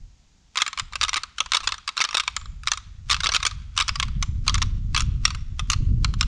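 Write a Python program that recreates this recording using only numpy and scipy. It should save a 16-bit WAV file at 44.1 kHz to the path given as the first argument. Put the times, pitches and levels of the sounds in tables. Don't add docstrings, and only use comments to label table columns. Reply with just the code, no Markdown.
import sys
import numpy as np
from scipy import signal
from scipy.fft import rfft, irfft
from scipy.io import wavfile
from scipy.ndimage import uniform_filter1d, minimum_filter1d

SR = 44100
rng = np.random.default_rng(int(sys.argv[2]) if len(sys.argv) > 2 else 0)


def transcribe(u):
    v = np.clip(np.atleast_2d(u).T, -1, 1)
    q = np.round(v * 32767).astype(np.int16)
    wavfile.write(sys.argv[1], SR, q)


N = 276507
SIZE = 4096

# (time [s], level of the middle register over 10 ms [dB],
# pitch of the struck tine [Hz], sliding time [s])
KNOCKS = [(0.557, -30.5, 2360, 0.0027), (0.5718, -24, 3250, 0.00031), (0.5763, -23, 3880, 0.00074),
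          (0.5861, -27.5, 2340, 0.0024), (0.6007, -26.5, 2640, 0.0075), (0.6185, -16.5, 3330, 0.0023),
          (0.6638, -27.5, 2250, 0.00034), (0.678, -29.5, 7160, 0.0013), (0.7299, -33.5, 3740, 0.00066),
          (0.775, -29.5, 2270, 0.00052), (0.787, -31.5, 2960, 0.0011), (0.7966, -24.5, 4940, 0.0003),
          (0.924, -45, 3870, 0.0012), (0.9337, -36, 2230, 0.0003), (0.9553, -27, 3770, 0.0016),
          (1.0121, -20.5, 4740, 0.0003), (1.021, -29, 3780, 0.0014), (1.0303, -21, 3770, 0.0044),
          (1.0371, -21, 3670, 0.00027), (1.0484, -29, 2890, 0.0011), (1.0822, -28.5, 3260, 0.0021),
          (1.0922, -27, 5760, 0.0006), (1.1312, -26, 2000, 0.0008), (1.1418, -23.0, 3840, 0.0012),
          (1.1591, -26.5, 2260, 0.00076), (1.1651, -23, 3870, 0.0041), (1.1775, -29, 2090, 0.0008),
          (1.234, -29.5, 4420, 0.0004), (1.3827, -29.5, 3070, 0.0022), (1.404, -18.5, 3360, 0.00064),
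          (1.46, -37.5, 3360, 0.0012), (1.519, -20.5, 3710, 0.001), (1.5343, -21, 2300, 0.001),
          (1.5455, -17, 3700, 0.0061), (1.5681, -20, 3850, 0.0022), (1.604, -35.5, 4240, 0.0026),
          (1.6326, -34.5, 3880, 0.011), (1.6728, -18.5, 3410, 0.0025), (1.69, -30.5, 2870, 0.0023),
          (1.7208, -25.5, 3870, 0.002), (1.7413, -34.5, 2620, 0.0046), (1.7809, -44.5, 5940, 0.00069),
          (1.877, -25.5, 4720, 0.0022), (1.89, -27, 2240, 0.0003), (1.9685, -30.5, 3740, 0.0003),
          (1.977, -23, 3940, 0.0023), (1.99, -30.5, 3730, 0.0044), (2.0038, -22.5, 2610, 0.00064),
          (2.011, -17.0, 3670, 0.0063), (2.04, -26, 6050, 0.0016), (2.0486, -24, 3710, 0.0022),
          (2.0891, -32.0, 2560, 0.00083), (2.1092, -36.5, 5520, 0.0006), (2.129, -34.5, 2670, 0.0021),
          (2.1449, -19.5, 3710, 0.0044), (2.1699, -20, 3390, 0.0022), (2.1792, -24.5, 3710, 0.0012),
          (2.1982, -20.5, 2790, 0.0035), (2.235, -39.0, 2550, 0.002), (2.2779, -21.0, 2310, 0.0004),
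          (2.365, -26, 7300, 0.00025), (2.4134, -47, 4500, 0.00025), (2.4567, -45.5, 3900, 0.0013),
          (2.6341, -44.5, 4800, 0.0011), (2.673, -20.5, 3780, 0.0008), (2.682, -26, 4970, 0.0003),
          (2.7168, -21, 6200, 0.0013), (2.7346, -29, 3740, 0.002), (2.774, -35, 7060, 0.00074),
          (3.0967, -31, 2690, 0.0003), (3.1006, -21, 3650, 0.00072), (3.1103, -17, 3660, 0.0045),
          (3.121, -24, 3740, 0.0023), (3.129, -22, 3730, 0.0019), (3.1438, -23, 2430, 0.0017),
          (3.1655, -33, 2640, 0.0003), (3.2039, -27, 3780, 0.0023), (3.2342, -25.5, 2230, 0.0007),
          (3.242, -22.5, 3830, 0.0052), (3.2595, -22.5, 2160, 0.00059), (3.2686, -20, 4730, 0.00066),
          (3.2902, -23, 3670, 0.0018), (3.3184, -26.5, 5820, 0.0046), (3.3373, -25.5, 3710, 0.001),
          (3.3456, -17.5, 3210, 0.0069), (3.364, -19.5, 3790, 0.00046), (3.4005, -36.5, 2500, 0.0043),
          (3.4283, -24.5, 3760, 0.0016), (3.451, -21.5, 4930, 0.0034), (3.4647, -20.5, 6920, 0.0042),
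          (3.5114, -38.0, 4720, 0.0015), (3.765, -38.5, 6010, 0.0032), (3.7765, -19.0, 2860, 0.00033),
          (3.7885, -24.5, 3170, 0.00027), (3.8001, -20.5, 2940, 0.0052), (3.8088, -20.5, 3240, 0.0017),
          (3.8203, -26, 3340, 0.0024), (3.8801, -27.5, 5460, 0.0027), (3.8916, -22.5, 5040, 0.0003),
          (3.9559, -28.5, 4830, 0.0022), (3.999, -21.5, 3140, 0.0007), (4.027, -22.5, 2210, 0.0021),
          (4.082, -45.5, 4500, 0.00029), (4.2253, -26.0, 6180, 0.003), (4.4658, -39, 2730, 0.0025),
          (4.479, -17.0, 4080, 0.0014), (4.4947, -22.5, 3270, 0.0011), (4.5429, -25.5, 6040, 0.00071),
          (4.5537, -27.5, 3740, 0.0003), (4.5802, -34, 6720, 0.00064), (4.6181, -23.5, 3430, 0.0014),
          (4.625, -26.5, 5610, 0.00085), (4.946, -22.5, 2270, 0.0022), (4.9636, -20.5, 4110, 0.00091),
          (4.9748, -21.5, 3330, 0.0055), (4.996, -31.5, 3430, 0.0008), (5.0052, -27.5, 5600, 0.0003),
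          (5.02, -39.0, 5700, 0.0013), (5.2524, -16, 5570, 0.0031), (5.2782, -32.5, 2650, 0.00033),
          (5.3047, -32, 4460, 0.0014), (5.3474, -37, 2850, 0.0039), (5.5938, -27.5, 3540, 0.0033),
          (5.7, -21, 6240, 0.0032), (5.717, -29.0, 6280, 0.0084), (5.7323, -23.5, 4290, 0.003),
          (6.0454, -21.5, 4160, 0.0005), (6.1387, -37.5, 4210, 0.00038), (6.2099, -20.5, 5440, 0.00074),
          (6.228, -29.5, 2900, 0.0023)]
# (frequency [Hz], relative level [dB per Hz])
CRACK = [(100, -32.5), (350, -23.5), (750, -16.5), (1200, 4.5), (1850, -2.5), (2400, 0), (6000, 0),
         (8000, -9), (9500, -17), (11200, -34), (15500, -29.5)]
# (frequency [Hz], gain [dB])
RADIATION = [(100, -9.5), (300, -2.5), (520, -2.5), (800, -3), (1050, 0.5), (9000, -0.5), (10200, -0.5),
             (11500, -5.5), (16000, -13.5)]


def gain_of(db):
    return 10 ** (np.asarray(db) / 20)


def evened(x):
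    return x / np.sqrt(np.mean(x ** 2) + 1e-20)


def unit(x):
    return x / (np.linalg.norm(x) + 1e-20)


def read(points, hz):
    f, value = np.transpose(points)
    return np.interp(np.log(hz + 1), np.log(f + 1), value)


def add(mix, s, sound):
    part = mix[max(round(s * SR), 0):][:len(sound)]
    part += sound[:len(part)]


def noise(spectrum):
    white = rfft(rng.standard_normal(N))
    return evened(irfft(white * gain_of(read(spectrum, np.fft.rfftfreq(N, 1 / SR))), N))


def coloured(x, gain_db):
    log_gain = np.log(gain_of(np.r_[gain_db, gain_db[-2:0:-1]]))
    response = np.exp(np.conj(signal.hilbert(log_gain)))[:len(gain_db)]
    return irfft(rfft(x, SIZE) * response, SIZE)


def dying(x, t60s, size):
    hz, t, z = signal.stft(x, SR, nperseg=size)
    decay = np.exp(-np.log(1000) * t / read(t60s, hz)[:, None])
    return signal.istft(z * decay, SR, nperseg=size)[1][:len(x)]


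def ring(hz, t60, t):
    return np.sin(2 * np.pi * hz * t) * np.exp(-np.log(1000) * t / t60)


def airflow(rise_share=0.63, calm_db=-60):
    # (time [s], airflow level [dB], dying time to 1/e [s])
    gust_table = [(0.01, -37, 0.066), (0.831, -35, 0.041), (1.01, -38.5, 0.15), (1.46, -43, 0.059),
                  (1.66, -40.5, 0.095), (2.501, -34, 0.22), (2.88, -42.5, 0.07), (3.16, -31.5, 0.27),
                  (3.55, -33, 0.16), (4.16, -25, 0.4), (4.59, -22.5, 0.53), (5.07, -23, 0.3),
                  (5.92, -18.5, 0.4), (6.25, -22, 0.03)]
    t = np.arange(N) / SR
    gusts = []
    for s, level_db, dying_s in gust_table:
        shape = np.exp(-abs(t - s) / (dying_s * np.where(t < s, rise_share, 1)))
        gusts.append(gain_of(level_db) * shape)
    return np.sqrt(gain_of(calm_db) ** 2 + np.square(gusts).sum(0))


def eddies(spectrum, lumpy_db, steady_s=0.11, lump_s=0.033):
    lumps_db = lumpy_db * noise([(1, 0), (1 / lump_s, 0), (2 / lump_s, -100)])
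    flow = noise(spectrum) * gain_of(lumps_db)
    return flow / np.sqrt(uniform_filter1d(flow ** 2, int(steady_s * SR)) + 1e-6)


def wind(rumble_db=-0.5, buffet_db=-7, flutter_db=-22, strong_db=-25, buffet_growth=1.31, flutter_growth=1.9):
    # (frequency [Hz], relative level [dB per Hz])
    rumble_spectrum = [(8, -11.5), (22, -2), (45, 1.5), (80, -5.5), (110, -16), (150, -31), (260, -67),
                       (600, -130)]
    buffet_spectrum = [(40, -18.5), (100, 4), (150, -5), (220, -18), (300, -37), (420, -45.5), (700, -70),
                       (2500, -130)]
    flutter_spectrum = [(100, -10.5), (210, 2.5), (300, -10.5), (420, -22), (650, -41), (2500, -110)]
    gust = airflow() / gain_of(strong_db)
    rumble = gain_of(rumble_db) * gust * eddies(rumble_spectrum, lumpy_db=2)
    buffet = gain_of(buffet_db) * gust ** buffet_growth * eddies(buffet_spectrum, lumpy_db=4.5)
    flutter = gain_of(flutter_db) * gust ** flutter_growth * eddies(flutter_spectrum, lumpy_db=3)
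    return gain_of(strong_db) * (rumble + buffet + flutter)


def hiss(level_db=-62.5):
    # (frequency [Hz], relative level [dB per Hz])
    hiss_spectrum = [(30, 14), (200, 16.5), (350, 3), (550, -1.5), (700, 2.5), (1000, -1), (1800, -2.5),
                     (4000, 0), (7000, 0.5), (9000, -18), (11500, -30), (16000, -42)]
    return gain_of(level_db) * noise(hiss_spectrum)


def grain_noise(swell_s=0.014, fade_s=0.027, grain_db=-24, grains_per_s=500, scatter_db=4):
    t, power = np.arange(N) / SR, np.zeros(N)
    for s, level_db, *_ in KNOCKS:
        near = slice(int((s - 0.1) * SR), int((s + 0.1) * SR))
        apart = t[near] - s
        length_s = np.where(apart < 0, swell_s, fade_s)
        power[near] += gain_of(level_db) ** 2 * np.exp(-2 * abs(apart) / length_s)
    sizes = rng.choice([-1., 1.], N) * gain_of(scatter_db * rng.standard_normal(N))
    grains = sizes * (rng.random(N) < grains_per_s / SR)
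    hz = np.fft.rfftfreq(SIZE, 1 / SR)
    tick = coloured(np.ones(1), read(CRACK, hz) + read(RADIATION, hz))
    return gain_of(grain_db) * np.sqrt(power) * evened(signal.oaconvolve(grains, tick)[:N])


def contact(t, slide, slips_per_s=1300, slip_size=0.58, stop=1.86):
    slips = rng.standard_normal(len(t)) * (rng.random(len(t)) < slips_per_s / SR)
    force = slip_size * slips * np.exp(-(t / (stop * slide)) ** 2)
    force[0] = 1
    return force


def antler(t, hz, tine_hz, spot_db=4, grip=0.022, crack_db=0.9, snap_db=-2, snap_t60=0.0049,
           tine_db=-3, tine_t60=0.016):
    # (frequency [Hz], level [dB], t60 [s])
    bone = [(1069.4, -4, 0.037), (1172.6, -1, 0.041), (1281, -0.5, 0.048), (1582, -3.5, 0.015),
            (2150, -5.5, 0.03), (2325, 0, 0.019), (2640, -3.5, 0.033), (2910, -7, 0.011), (3297, -4, 0.029),
            (3695, -2, 0.037), (4117, 0, 0.023), (4690, 3, 0.0099), (5527, 3, 0.017), (6200, -2, .016),
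            (7140, -2.5, 0.023), (8680, -4.5, 0.009), (9410, -18, 0.011)]
    # (frequency [Hz], t60 [s])
    crack_t60 = [(400, 0.079), (1300, 0.033), (3500, 0.031), (7000, 0.017), (12000, 0.023)]
    mode_hz, mode_db, mode_t60 = np.transpose(bone)[:, :, None]
    spot, detune, side = rng.standard_normal((3, len(bone), 1))
    weights = np.sign(side) * gain_of(mode_db + spot_db * spot)
    modes = (weights * ring(mode_hz * (1 + grip * detune), mode_t60, t)).sum(0)
    crack = unit(dying(rng.standard_normal(SIZE), crack_t60, size=64))
    snap = unit(rng.standard_normal(SIZE) * np.exp(-np.log(1000) * t / snap_t60))
    dense = unit(coloured(crack + gain_of(snap_db) * snap, read(CRACK, hz)))
    tine = unit(ring(tine_hz, tine_t60, t))
    return unit(modes) + gain_of(crack_db) * dense + gain_of(tine_db) * tine


def knock(level_db, tine_hz, slide, rise_s=0.00033, medium_db=-26, beam_at_medium_db=-4, beam_fall=0.31):
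    # (pitch [Hz], edge above 5 kHz re middle register [dB])
    edge = [(2200, -10), (2900, -6.5), (3700, -6), (4700, -7), (5600, 2), (7000, -1)]
    register_edges = [750, 1700, 5000, 13000]
    t, hz = np.arange(SIZE) / SR, np.fft.rfftfreq(SIZE, 1 / SR)
    beam_db = beam_at_medium_db - beam_fall * (level_db - medium_db)
    edge_db = read(edge, tine_hz)
    sound = signal.fftconvolve(contact(t, slide), antler(t, hz, tine_hz))[:SIZE]
    sound = unit(sound * (1 - np.exp(-t / rise_s)))
    power = abs(rfft(sound)) ** 2 / (SIZE / 2 * SR / 100)
    register_db = [10 * np.log10(power[(hz >= lo) & (hz < hi)].sum())
                   for lo, hi in zip(register_edges, register_edges[1:])]
    lift_db = level_db + np.array([beam_db, 0, edge_db]) - register_db
    smooth_db = uniform_filter1d(lift_db[np.digitize(hz, register_edges[1:-1])], size=40)
    return coloured(sound, smooth_db + read(RADIATION, hz))


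def antlers():
    out = np.zeros(N)
    for s, *blow in KNOCKS:
        add(out, s, knock(*blow))
    return out


def woods(x, build_s=0.0076, near_db=2, near_s=0.05, trunk_db=3.5):
    woods_t60 = [(400, -0.6), (1300, 1.17), (3500, 0.84), (7000, 0.5), (11000, 1)]
    # (frequency [Hz], relative gain [dB])
    woods_colour = [(300, 8), (1200, 0.5), (3500, 2), (7000, -1.5), (9000, -3), (12000, -25.5)]
    hz, t, z = signal.stft(x, SR, nperseg=256)
    build = 1 - np.exp(-(t / build_s) ** 2)
    near = 1 + gain_of(near_db) * np.exp(-t / near_s)
    echo = build * near * gain_of(trunk_db * rng.standard_normal(len(t)))
    echo = (echo * np.exp(-np.log(1000) * t / read(woods_t60, hz)[:, None])) ** 2
    echo = echo / echo.sum(1, keepdims=True)
    power = abs(signal.fftconvolve(abs(z) ** 2, echo, axes=1)[:, :len(t)])
    scatter = signal.stft(rng.standard_normal(N), SR, nperseg=256)[2]
    tail = scatter / np.std(scatter) * np.sqrt(power) * gain_of(read(woods_colour, hz))[:, None]
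    return signal.istft(tail, SR, nperseg=256)[1][:N]


def tips(tip_hz=7050, tip_t60=0.38, width_hz=450):
    # (time [s], starting level [dB])
    flicks = [(2.365, -47), (4.228, -55)]
    out, t = np.zeros(N), np.arange(SR // 2) / SR
    whistle = noise([(tip_hz - 3 * width_hz, -60), (tip_hz, 0), (tip_hz + width_hz, -5),
                     (tip_hz + 3 * width_hz, -60)])
    for s, level_db in flicks:
        add(out, s, gain_of(level_db - 60 * t / tip_t60))
    return out * whistle


def scene(woods_db=-23, width_db=-8):
    # (frequency [Hz], level [dB])
    side_spectrum = [(60, -83), (180, -69), (550, -52.5), (1650, -40.5), (4970, -24.5), (15000, -18)]
    dry = antlers() + tips() + grain_noise()
    mid = dry + gain_of(woods_db) * woods(dry) + wind() + hiss()
    width = gain_of(width_db + read(side_spectrum, np.fft.rfftfreq(N, 1 / SR)))
    side = irfft(1j * width * rfft(dry), N)
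    return np.array([mid + side, mid - side])


def record(dry, ceiling=0.91, edge_hz=16200):
    allowed = ceiling / np.maximum(abs(dry).max(0), ceiling)
    held = dry * uniform_filter1d(minimum_filter1d(allowed, size=45), size=45)
    low_pass = signal.firwin(511, edge_hz, window=("kaiser", 9), fs=SR)
    return signal.oaconvolve(held, low_pass[None], "same")


dry = scene()
out = record(dry)
transcribe(out)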